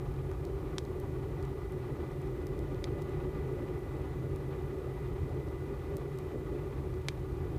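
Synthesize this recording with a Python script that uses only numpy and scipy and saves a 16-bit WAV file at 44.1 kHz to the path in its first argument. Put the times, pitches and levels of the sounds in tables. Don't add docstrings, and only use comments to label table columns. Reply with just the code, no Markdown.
import sys
import numpy as np
from scipy import signal
from scipy.fft import rfft, irfft
from scipy.io import wavfile
from scipy.ndimage import uniform_filter1d

SR = 44100
rng = np.random.default_rng(int(sys.argv[2]) if len(sys.argv) > 2 else 0)


def master(y):
    cut = np.clip(np.atleast_2d(y).T, -1, 1)
    pcm = np.round(cut * 32767)
    wavfile.write(sys.argv[1], SR, pcm.astype(np.int16))


N = 334278
TIME = np.arange(N) / SR
FREQ = np.maximum(np.fft.rfftfreq(N, 1 / SR), 1)

# t/s, level/dB
DRAUGHT = [(0, -0.5), (0.8, 0.5), (1.3, 0.4), (1.7, -0.7), (3.1, 1.3), (4.0, 0.2), (4.7, 0.45), (5.9, -1.1),
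           (6.55, 1), (7.1, -2.3), (7.58, 0.7)]


def undb(db):
    return 10 ** (np.asarray(db) / 20)


def curve(table):
    seconds, db = np.transpose(table)
    return np.interp(TIME, seconds, db)


def noise(gain):
    return irfft(rfft(rng.standard_normal(N)) * gain, N) * np.sqrt(SR / 2)


def resonances(modes):
    power = 0
    for hz, width, db in modes:
        detune = (FREQ / hz - hz / FREQ) * hz / width
        power += (undb(db) / (1 + (np.sqrt(2) - 1) * detune ** 2)) ** 2
    return np.sqrt(power)


def walk(rate_hz):
    drift = noise(np.exp(-(FREQ / rate_hz) ** 2))
    return drift / drift.std()


def steady(x, seconds):
    span = int(seconds * SR)
    slow_power = uniform_filter1d(uniform_filter1d(x ** 2, span), span)
    return x / np.sqrt(slow_power)


def snap(colour, tilt_db, pivot_hz, ring_hz, ring_db, size=512):
    octaves = np.log2(np.maximum(np.fft.rfftfreq(size, 1 / SR), 1))
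    hz, db = np.transpose(colour)
    shape_db = np.interp(octaves, np.log2(hz), db)
    shape_db += tilt_db * np.clip(octaves - np.log2(pivot_hz), -1, 2)
    shape_db += ring_db * np.exp(-((octaves - np.log2(ring_hz)) / 0.54) ** 2)
    cepstrum = irfft(np.log(undb(shape_db)))
    cepstrum[1:size // 2] *= 2
    cepstrum[size // 2 + 1:] = 0
    return irfft(np.exp(rfft(cepstrum)))


def firebox_echo(early_db, early_t60, late_db, late_t60, build_s, size=4096):
    t = np.arange(size) / SR
    build_up = 1 - np.exp(-t / build_s)
    response = np.zeros(size)
    for db, t60 in ((early_db, early_t60), (late_db, late_t60)):
        tail = rng.standard_normal(size) * np.exp(-np.log(1000) * t / t60) * build_up
        response += undb(db) * tail / np.linalg.norm(tail)
    response[0] = 1
    return response


def add(track, seconds, sound):
    start = int(np.clip(seconds * SR, 0, N - 1))
    track[start:start + len(sound)] += sound[:N - start]


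def flames(throb_db=1.6, flicker_db=1.5, roar_base_db=-41.5):
    # f/Hz, width/Hz, relative level/dB
    rumble_modes = [(42.2, 4.3, -5), (56.1, 12.8, -1.5), (81.2, 14, -1.5), (102, 11, -11), (133.9, 16, 0.5),
                    (154.7, 9.3, -8)]
    # f/Hz, width/Hz, relative level/dB
    roar_modes = [(217, 25.3, -11), (289, 49, -9), (313.4, 27.5, -7.5), (352, 7.9, -2), (378.5, 32.2, 0.9),
                  (429.3, 21.4, -7.5), (476, 67, -14), (563, 51.5, -15)]
    # t/s, level/dB
    rumble_swell = [(0, -37), (0.75, -39.2), (1.2, -38), (1.9, -39.5), (3.1, -37.5), (3.85, -40),
                    (4.3, -37), (4.8, -40.5), (5.3, -37), (5.75, -40), (6.3, -41.5), (6.8, -37.5),
                    (7.1, -39.5), (7.58, -37.5)]
    rumble_db = curve(rumble_swell) + throb_db * walk(rate_hz=26)
    roar_db = roar_base_db + curve(DRAUGHT) + flicker_db * walk(rate_hz=12.7)
    rumble = steady(noise(resonances(rumble_modes)), seconds=0.093) * undb(rumble_db)
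    roar = steady(noise(resonances(roar_modes)), seconds=0.099) * undb(roar_db)
    flue = noise(undb(-86) / np.hypot(1, (FREQ / 100) ** 2))
    return rumble + roar + flue


def blower(draught_share=0.3, gust_db=0.34, flutter_db=1.5):
    # f/Hz, width/Hz, spectral level/dB
    duct_modes = [(718, 50, -81.5), (812, 130, -81), (962, 77, -84.5), (1181, 135, -82), (1446, 100, -90),
                  (1713, 146, -93.0), (1970, 310, -95), (2394, 336, -95.5), (3030, 110, -100.9),
                  (3500, 1130, -103.6)]
    rush_db = draught_share * curve(DRAUGHT) + gust_db * walk(rate_hz=9.7)
    rush_db += flutter_db * walk(rate_hz=38)
    rush = noise(resonances(duct_modes)) * undb(rush_db)
    hiss = noise(undb(-111.4) * np.hypot(1, 3700 / np.maximum(FREQ, 3000)))
    return rush + hiss


def motor(wander=0.00053, flicker_db=2.0):
    # f/Hz, level/dB
    tones = [(1443.6, -71), (1802, -85), (1902.2, -74), (1968.2, -71), (2002.2, -66), (2069, -85),
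             (2302.5, -86), (2457.2, -81), (2802.9, -81.5)]
    # t/s, level/dB
    swell = [(0, -3), (.6, -5), (1.1, 0.5), (1.8, 0), (2.5, 2), (3.6, 3), (4.2, 1), (5.3, 1), (6.2, 1.5),
             (6.8, -2), (7.58, -3)]
    shaft_time = np.cumsum(1 + wander * walk(rate_hz=5.7)) / SR
    whine = np.zeros(N)
    for hz, db in tones:
        gain = undb(db + flicker_db * walk(rate_hz=11.6))
        whine += gain * np.sin(2 * np.pi * hz * shaft_time)
    return whine * undb(curve(swell))


def embers(per_second=9, faint_db=-45, spread_db=3, lowest_hz=4000, ring_octaves=1.8):
    # t/s, level/dB, tilt/(dB per octave), ring f/Hz
    clear_ticks = [(0.3149, -37, -5, 7100), (0.4521, -29, -3, 4400), (0.8516, -35, -9, 4800),
                   (1.0003, -32, 1, 13600), (1.4269, -32, -1, 4000), (1.4518, -37, -6, 8000),
                   (1.722, -38, 2, 9300), (2.2175, -39, 3, 5500), (2.4692, -29, 0, 5100),
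                   (2.5915, -31.5, -1, 3900), (2.7459, -37, -11, 3900), (3.0212, -30, 0, 3900),
                   (4.361, -32, 3, 3900), (5.486, -38, -3, 3900), (5.9689, -24.5, 0, 13700),
                   (6.1876, -29, -3, 9600), (6.9412, -38, -8, 3900)]
    # f/Hz, level/dB
    colour = [(400, -25), (1500, -27), (3500, -3.5), (8000, -3), (15000, -6)]
    faint_ticks = []
    for when, size, dullness, pitch in rng.random((int(per_second * N / SR), 4)):
        db = faint_db + spread_db * (2 * size - 1)
        ring_hz = lowest_hz * 2 ** (ring_octaves * pitch)
        faint_ticks.append((when * N / SR, db, -9 * dullness, ring_hz))
    out = np.zeros(N)
    for seconds, db, tilt_db, ring_hz in list(clear_ticks) + faint_ticks:
        pulse = snap(colour, tilt_db, pivot_hz=6460, ring_hz=ring_hz, ring_db=5)
        echo = firebox_echo(early_db=-6, early_t60=0.0084, late_db=-17, late_t60=0.04, build_s=0.00034)
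        add(out, seconds, undb(db) * signal.fftconvolve(pulse, echo))
    return out


def pops():
    # t/s, level/dB, tilt/(dB per octave)
    dull_pops = [(.315, -11.5, 5), (.9155, -11, -7), (3.997, -11, -4), (4.870, -14, -9)]
    # f/Hz, level/dB
    colour = [(150, -11), (500, 0.5), (900, -3.5), (1400, -4.5), (3000, -33), (8000, -53)]
    out = np.zeros(N)
    for seconds, db, tilt_db in dull_pops:
        echo = firebox_echo(early_db=-3, early_t60=0.02, late_db=-9, late_t60=0.08, build_s=0.0015)
        pulse = snap(colour, tilt_db, pivot_hz=800, ring_hz=800, ring_db=1.0)
        add(out, seconds, undb(db) * signal.fftconvolve(pulse, echo))
    return out


def cracks():
    # t/s, level/dB, tilt/(dB per octave), rebound lag/ms, rebound share,
    # ring f/Hz, ring lift/dB
    splits = [(0.7831, -8, 0.5, .43, 0.39, 5560, 2.5), (2.842, -15, 1, .7, 0.76, 4150, 4.5),
              (7.0854, -4.5, 0.7, 0.687, 0.27, 2160, 3.5)]
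    # f/Hz, level/dB
    colour = [(200, -10), (570, -0.5), (1250, 1), (1700, -1), (2400, 3), (2750, -3.5), (3300, 2),
              (4000, 1.5), (5500, -4), (8000, -10.5), (11500, -18), (13500, -32)]
    out = np.zeros(N)
    for seconds, db, tilt_db, lag_ms, rebound, ring_hz, ring_db in splits:
        echo = firebox_echo(early_db=-7, early_t60=0.015, late_db=-17.5, late_t60=0.11, build_s=0.0015)
        echo[round(lag_ms * SR / 1000)] -= rebound
        pulse = snap(colour, tilt_db, pivot_hz=3500, ring_hz=ring_hz, ring_db=ring_db)
        add(out, seconds, undb(db) * signal.fftconvolve(pulse, echo))
    return out


def scene():
    return (flames() + blower() + motor() + cracks() + embers() + pops())[None]


def record(dry):
    top_hz = 15300
    return signal.sosfilt(signal.ellip(12, 0.1, 80, top_hz, fs=SR, output="sos"), dry)


dry = scene()
out = record(dry)
master(out)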